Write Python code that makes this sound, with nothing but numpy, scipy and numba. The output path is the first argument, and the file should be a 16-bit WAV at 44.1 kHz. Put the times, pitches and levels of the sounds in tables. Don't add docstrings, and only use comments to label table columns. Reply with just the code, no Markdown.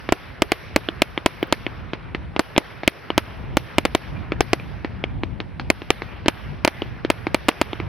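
import sys
import numpy as np
from scipy import signal
from scipy.fft import rfft, irfft, next_fast_len
from scipy.io import wavfile
from scipy.ndimage import uniform_filter1d, map_coordinates
from numba import njit

SR = 44100
rng = np.random.default_rng(int(sys.argv[2]) if len(sys.argv) > 2 else 0)


def bounce(signal):
    frames = np.transpose(np.atleast_2d(signal))
    limited = np.clip(frames, -1, 1)
    pcm = np.round(limited * 32767).astype(np.int16)
    wavfile.write(sys.argv[1], SR, pcm)


N = 347508
SPAN = 2048

# (time [s], level [dB], push [ms], ground bounce delay [ms], housing ring [dB])
SHELL_BURSTS = [(0.1233, 12.5, 0.67, 2.95, -11), (0.4206, 11.5, 0.6, 3.27, -6),
                (0.5193, 13.5, 0.49, 2.74, -9), (0.7617, 14, 0.6, 3.48, -7),
                (1.0198, 13.5, 0.51, 3.2, -1.5), (1.261, 17, 0.5, 3.04, -7), (1.5255, 14.5, 0.49, 3.2, -5),
                (2.394, 12, 0.56, 3.31, -29), (2.5792, 15, 0.62, 3.29, -5), (2.8773, 14.5, 0.65, 3.25, -1),
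                (3.179, 14.5, 0.65, 3.22, -4), (3.57, 14.5, 0.53, 3.58, -11), (3.7834, 11.5, 0.78, 3.2, -3),
                (3.8525, 13.5, .57, 3.63, -9), (3.9499, 15, 0.68, 2.95, -6),
                (4.4071, 14.5, 0.56, 2.59, -11), (4.5326, 13, 0.83, 2.81, -5),
                (5.7019, 10.5, 0.67, 3.17, -2.5), (5.9045, 14, 0.51, 2.46, -5),
                (6.2829, 14, 0.59, 3.22, -4.5), (6.6489, 12.5, 0.52, 3.27, -6), (6.677, 12, 0.53, 3.31, -8),
                (7.1018, 13, 0.51, 3.18, -8.5), (7.3454, 12, 0.68, 3.31, -8.5),
                (7.485, 11.7, 0.66, 3.31, -12), (7.4891, 16, 0.4, 2.81, -8.5),
                (7.6145, 15, 0.64, 3.22, -9.5)]
# (time [s], level [dB], lower ring [dB], upper ring [dB])
LIFT_CHARGES = [(0.0904, -3, -9, -17.5), (0.8875, -5, 4, 18), (1.1768, -3, 5.5, 2.5), (1.4285, -1, 5, 1),
                (1.6658, -5, 14, -3.5), (1.9341, -4, 0, -10), (2.1482, -4.5, -1.5, -14.5),
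                (2.3636, -7, 6, -0.5), (2.5638, -4.5, 4, 1.5), (2.8341, -5.5, -1, -19),
                (3.1033, -3.5, 4, 4.5), (4.3204, 0, -3, -13), (4.5985, -12.5, 4, -8),
                (4.8471, -3, -11, -19.5), (5.0398, -6.5, 2, 3), (5.2349, -7, 4, 4), (5.4029, -7.5, 4, 1.5),
                (5.5975, -5, -7.5, -17), (5.819, -10, -22, -2.5), (6.0203, -4.5, 3, -19),
                (6.2602, -3, -8, -4), (6.82, -5, -1.5, 1.5), (7.0488, -2.5, -6, 0), (7.2687, -2.5, 3.5, -9),
                (7.515, -13, 3, -5), (7.7316, -9, 5, 9), (7.8009, -7, 4.5, -3)]
# (frequency [Hz], width [Hz])
HOUSING_CAVITIES = [(2290, 520), (3050, 600), (4300, 1400)]
# (frequency [Hz], width [Hz])
CAMERA_BODY = (325, 90)
# (frequency [Hz], width [Hz], level before halving between the ports [dB])
PORT_INEQUALITY = [(720, 190, -5.5), (5680, 1100, 5.5)]
# (frequency [Hz], relative density [dB per Hz])
NEAR_SPECTRUM = [(100, -60), (300, 14), (1000, 6), (2300, 6.5), (4000, -2.5), (6000, -11), (8000, -64),
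                 (9500, -14), (13500, -21), (15500, -34)]
# (frequency [Hz], time to fall 60 dB [s])
NEAR_DECAY = [(300, 0.093), (2000, 0.07), (6000, 0.085), (10000, 0.13)]
# (frequency [Hz], relative density [dB per Hz])
FAR_SPECTRUM = [(100, -22), (300, 2.5), (800, -1), (1500, 0.5), (2350, -2.5), (2650, -4.5), (3800, -11),
                (4800, -14), (5800, -14), (6400, -40.5), (8500, -34.5), (10500, -17.5), (14500, -26.5),
                (16000, -64.5)]
# (frequency [Hz], time to fall 60 dB [s])
FAR_DECAY = [(300, 2.7), (2000, 1.95), (5000, 1.24), (10000, 0.75)]
# (frequency [Hz], correlation [-1 to 1])
ECHO_LIKENESS = [(300, 0.1), (1400, 0.6), (3100, 0.9), (6000, 0.067), (15000, 0.11)]
# (time [s], level [dB])
WIND_LEVEL = [(0, -31), (.35, -26), (0.621, -26.5), (.9, -22), (1.2, -23), (1.5, -21.5), (2.2, -24),
              (2.85, -28.5), (3.5, -18.5), (3.8, -21), (4.5, -15.5), (5.5, -19.5), (5.9, -21.5),
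              (6.45, -17), (6.7, -21.5), (7.2, -20), (7.55, -24), (7.88, -13)]
# (frequency [Hz], relative density [dB per Hz])
BUFFET_SPECTRUM = [(15, -73), (30, -1), (60, 4), (130, -5), (250, -17.5), (500, -32), (1000, -33.5),
                   (2000, -100)]
# (time [s], level [dB])
NOISE_PUFFS = [(4.16, -38), (4.61, -41), (5.1, -48.5), (6.11, -43)]
# (time [s], level [dB])
TREBLE_TICKS = [(1.4314, -18.5), (1.473, -33)]
# (frequency [Hz], relative density [dB per Hz])
HISS_SPECTRUM = [(3000, -22), (6000, -4), (10000, 11.5), (14000, -4), (15500, -34)]

SWEEP_MID_US, SWEEP_US, SWEEP_S, SWEEP_PEAK_S = 12.4, 44.3, 6.42, 5.22
UPPER_RING_DB, TOP_RING_DB = -6, -9
COPY_MS, COPY_DB, COPY_GROWS = 0.3823, 4.5, 1.6
COPY_SCATTER_MS = 0.06
BOUNCE_DB, BOUNCE_SHORTER, BOUNCE_RING_DB = -2, 0.81, -1.5
SPRAY_DB = -32
LIFT_PUSH_MS, LIFT_TOP_RING_DB, LIFT_BOOM_DB = 0.78, -10, -3
LIFT_COPY_MS, LIFT_COPY_DB = 0.3, -7.5
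SLAP_MS, SLAP_DB = 9.4, -21.5
LIFT_SIDE = 0.5
WIND_SHARED = 0.12
LUMP_DB = 3
TOP_HZ = 16400


def amp(db):
    return 10 ** (np.asarray(db) / 20)


def unit(x):
    return x / np.sqrt(np.mean(x ** 2) + 1e-20)


def along(points, hz):
    f, v = np.transpose(points)
    return np.interp(np.log(hz + 1), np.log(f + 1), v)


def wobble(rate):
    knots = rng.standard_normal(int(N * rate / SR) + 4)
    return map_coordinates(knots, [np.arange(N) * rate / SR])


def filtered(x, response):
    m = next_fast_len(N + SR // 2)
    return irfft(rfft(x, m) * response(np.fft.rfftfreq(m, 1 / SR)), m)[..., :N]


def resonance(f, hz, width_hz):
    return 1j * f * width_hz / (hz * hz - f * f + 1j * f * width_hz)


def late(f, seconds):
    return np.exp(-2j * np.pi * f * seconds)


def add(out, s, spectrum):
    at = int(s * SR) - 16
    f = np.fft.rfftfreq(SPAN, 1 / SR)
    out[:, at:at + SPAN] += irfft(spectrum * late(f, s - at / SR), SPAN)


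def shock(f, push_ms, front_hz, rings_db, boom_db):
    turn = 2j * np.pi * f * push_ms / 1000
    blast = SR * push_ms / 1000 * turn / (1 + turn) ** 2
    blast = blast / (1 + 1j * f / front_hz) ** 2
    rings = amp(np.minimum(rings_db, 9) + rng.normal(0, 0.5, (2, 3)))
    cavities = np.array([3 * resonance(f, hz, width) for hz, width in HOUSING_CAVITIES])
    boom = 1 + 3 * amp(boom_db) * resonance(f, *CAMERA_BODY)
    return blast * boom * (1 + rings @ cavities)


def doubled(f, delay_ms, db, bass_hz):
    short_waves = 1j * f / (bass_hz + 1j * f)
    return 1 + min(amp(db), 1) * late(f, delay_ms / 1000) * short_waves


def scatter(f, level_db, t60, bass_hz):
    t = np.arange(SPAN) / SR
    shared, own = rng.standard_normal(SPAN), rng.standard_normal((2, SPAN))
    envelope = amp(level_db - 60 * t / t60) * (1 - np.exp(-t / 0.000047))
    spray = (shared + 0.08 * own) * envelope
    return 1 + rfft(spray) * 1j * f / (bass_hz + 1j * f)


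def unequal(f, side):
    difference = sum(amp(db) * resonance(f, hz, width) for hz, width, db in PORT_INEQUALITY)
    return 1 + np.array([[side], [-side]]) * difference / 2


def bursts():
    out, f = np.zeros((2, N + SPAN)), np.fft.rfftfreq(SPAN, 1 / SR)
    for s, db, push_ms, bounce_ms, ring_db in SHELL_BURSTS:
        rings_db = np.array([ring_db, ring_db + UPPER_RING_DB, TOP_RING_DB])
        direct = shock(f, push_ms, 12000, rings_db, boom_db=-33.0)
        copy_ms = COPY_MS + COPY_SCATTER_MS * rng.normal()
        direct = direct * doubled(f, copy_ms, COPY_DB + COPY_GROWS * ring_db, bass_hz=1370)
        ground = shock(f, BOUNCE_SHORTER * push_ms, 4000, rings_db + BOUNCE_RING_DB, boom_db=-18.5)
        ground = amp(BOUNCE_DB) * late(f, bounce_ms / 1000) * ground
        lag_us = SWEEP_MID_US + SWEEP_US * np.cos(2 * np.pi * (s - SWEEP_PEAK_S) / SWEEP_S)
        side = late(f, np.array([[0.5], [-0.5]]) * lag_us / 1e6) * unequal(f, lag_us / SWEEP_US)
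        spray = scatter(f, SPRAY_DB, t60=0.015, bass_hz=700)
        add(out, s, amp(db) * (direct + ground) * side * spray)
    return out[:, :N]


def launches():
    out, f = np.zeros((2, N + SPAN)), np.fft.rfftfreq(SPAN, 1 / SR)
    grass = 1 / (1 + 1.3j * f / 5000 - (f / 5000) ** 2) ** 2
    for s, db, low_db, high_db in LIFT_CHARGES:
        boom_db = LIFT_BOOM_DB + rng.normal(0, 2.3)
        blast = shock(f, LIFT_PUSH_MS, 3800, [low_db, high_db, LIFT_TOP_RING_DB], boom_db)
        copy_ms = LIFT_COPY_MS + COPY_SCATTER_MS * rng.normal()
        blast = blast * doubled(f, copy_ms, LIFT_COPY_DB + high_db, bass_hz=1000)
        slap_s = SLAP_MS / 1000 + rng.normal(0, 0.00069)
        slap = 1 + amp(SLAP_DB) * late(f, slap_s) * resonance(f, 2800, 1500)
        blast = blast * unequal(f, LIFT_SIDE) * slap
        add(out, s, amp(db) * grass * blast * scatter(f, level_db=-16, t60=0.011, bass_hz=676))
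    return out[:, :N]


def echoes(spectrum, t60, level_db, delay, rise, launch_db, grain_db):
    hz, t, noise = signal.stft(rng.standard_normal((2, N)), SR, nperseg=256)
    power = np.zeros(noise.shape[1:])
    dull_db = launch_db - 10 * np.log10(1 + (hz[:, None] / 5000) ** 6)
    bangs = [row[:2] for row in SHELL_BURSTS]
    bangs += [(row[0], row[1] + dull_db) for row in LIFT_CHARGES]
    bangs += [(-0.066, 5.8), (-0.28, 4.3)]
    decay_s = along(t60, hz)[:, None]
    for s, db in bangs:
        age = t[t > s + delay] - s - delay
        tail = amp(2 * (db - 60 * age / decay_s)) * (1 - np.exp(-age / rise))
        power[:, len(t) - len(age):] += tail

    def grain(bands, frames):
        rough = rng.standard_normal(power.shape)
        return unit(uniform_filter1d(uniform_filter1d(rough, size=bands, axis=0), size=frames, axis=1))

    power *= amp(2 * grain_db * grain(15, 3))
    power *= amp(2 * 1.5 * grain(5, 30))
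    turn = np.arccos(np.clip(along(ECHO_LIKENESS, hz), -1, 1))[:, None] / 2
    colour = amp(along(spectrum, hz) + level_db)[:, None]
    mid, side = noise * np.sqrt(power) * colour * [np.cos(turn), np.sin(turn)]
    return signal.istft(np.array([mid + side, mid - side]), SR, nperseg=256)[1][:, :N]


def wind():
    s, db = np.transpose(WIND_LEVEL)
    level_db = np.interp(np.arange(N) / SR, s, db)
    rumble = filtered(rng.standard_normal((2, N)), lambda hz: amp(along(BUFFET_SPECTRUM, hz)))
    rumble = rumble + WIND_SHARED * rumble[::-1]
    lumps = amp(LUMP_DB * np.array([wobble(10), wobble(11)]))
    flutter = filtered(rng.standard_normal((2, N)), lambda hz: resonance(hz + 1, 136, 100) ** 2)
    flutter_db = 2 * (level_db + 18.5) - 38.5
    return amp(level_db) * unit(lumps * rumble) + amp(flutter_db) * unit(lumps * flutter)


def small_sounds():
    t = np.arange(N) / SR
    narrow = unit(filtered(rng.standard_normal(N), lambda hz: resonance(hz + 1, 2393, 90) ** 2))
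    thin = unit(filtered(rng.standard_normal((2, N)), lambda hz: resonance(hz + 1, 16300, 6000) ** 2))
    hiss = unit(filtered(rng.standard_normal((2, N)), lambda hz: amp(along(HISS_SPECTRUM, hz))))
    puffs = sum(amp(db) * np.exp(-((t - s) / 0.031) ** 2) for s, db in NOISE_PUFFS)
    ticks = sum(amp(db) * np.exp(-((t - s) / 0.00069) ** 2) for s, db in TREBLE_TICKS)
    return puffs * narrow + ticks * thin + amp(-74) * hiss


def scene():
    near = echoes(NEAR_SPECTRUM, NEAR_DECAY, level_db=-27, delay=0.0017, rise=0.00074,
                  launch_db=7.5, grain_db=2.5)
    far = echoes(FAR_SPECTRUM, FAR_DECAY, level_db=-35.0, delay=0.01, rise=0.053,
                 launch_db=7.5, grain_db=1.0)
    return bursts() + launches() + near + far + wind() + small_sounds()


@njit
def follow(level, up, down):
    held, out = 0., np.empty_like(level)
    for i in range(len(level)):
        held += (up if level[i] > held else down) * (level[i] - held)
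        out[i] = held
    return out


def record(dry):
    mic = filtered(dry, lambda hz: (1j * hz / (90 + 1j * hz)) ** 2)
    meter = follow(np.abs(mic).max(axis=0), 1 / (0.0069 * SR), 1 / (0.2 * SR))
    meter = np.pad(meter, (int(0.004 * SR), 0))[:N]
    ducked = mic / (1 + meter / amp(-16)) ** 0.8
    clipped = ducked / (1 + np.abs(ducked) ** 12) ** (1 / 12)
    limited = filtered(clipped, lambda hz: 1 / (1 + (hz / TOP_HZ) ** 60) * (hz < TOP_HZ + 230))
    return np.clip(limited, -1.05, 1.05)


dry = scene()
out = record(dry)
bounce(out)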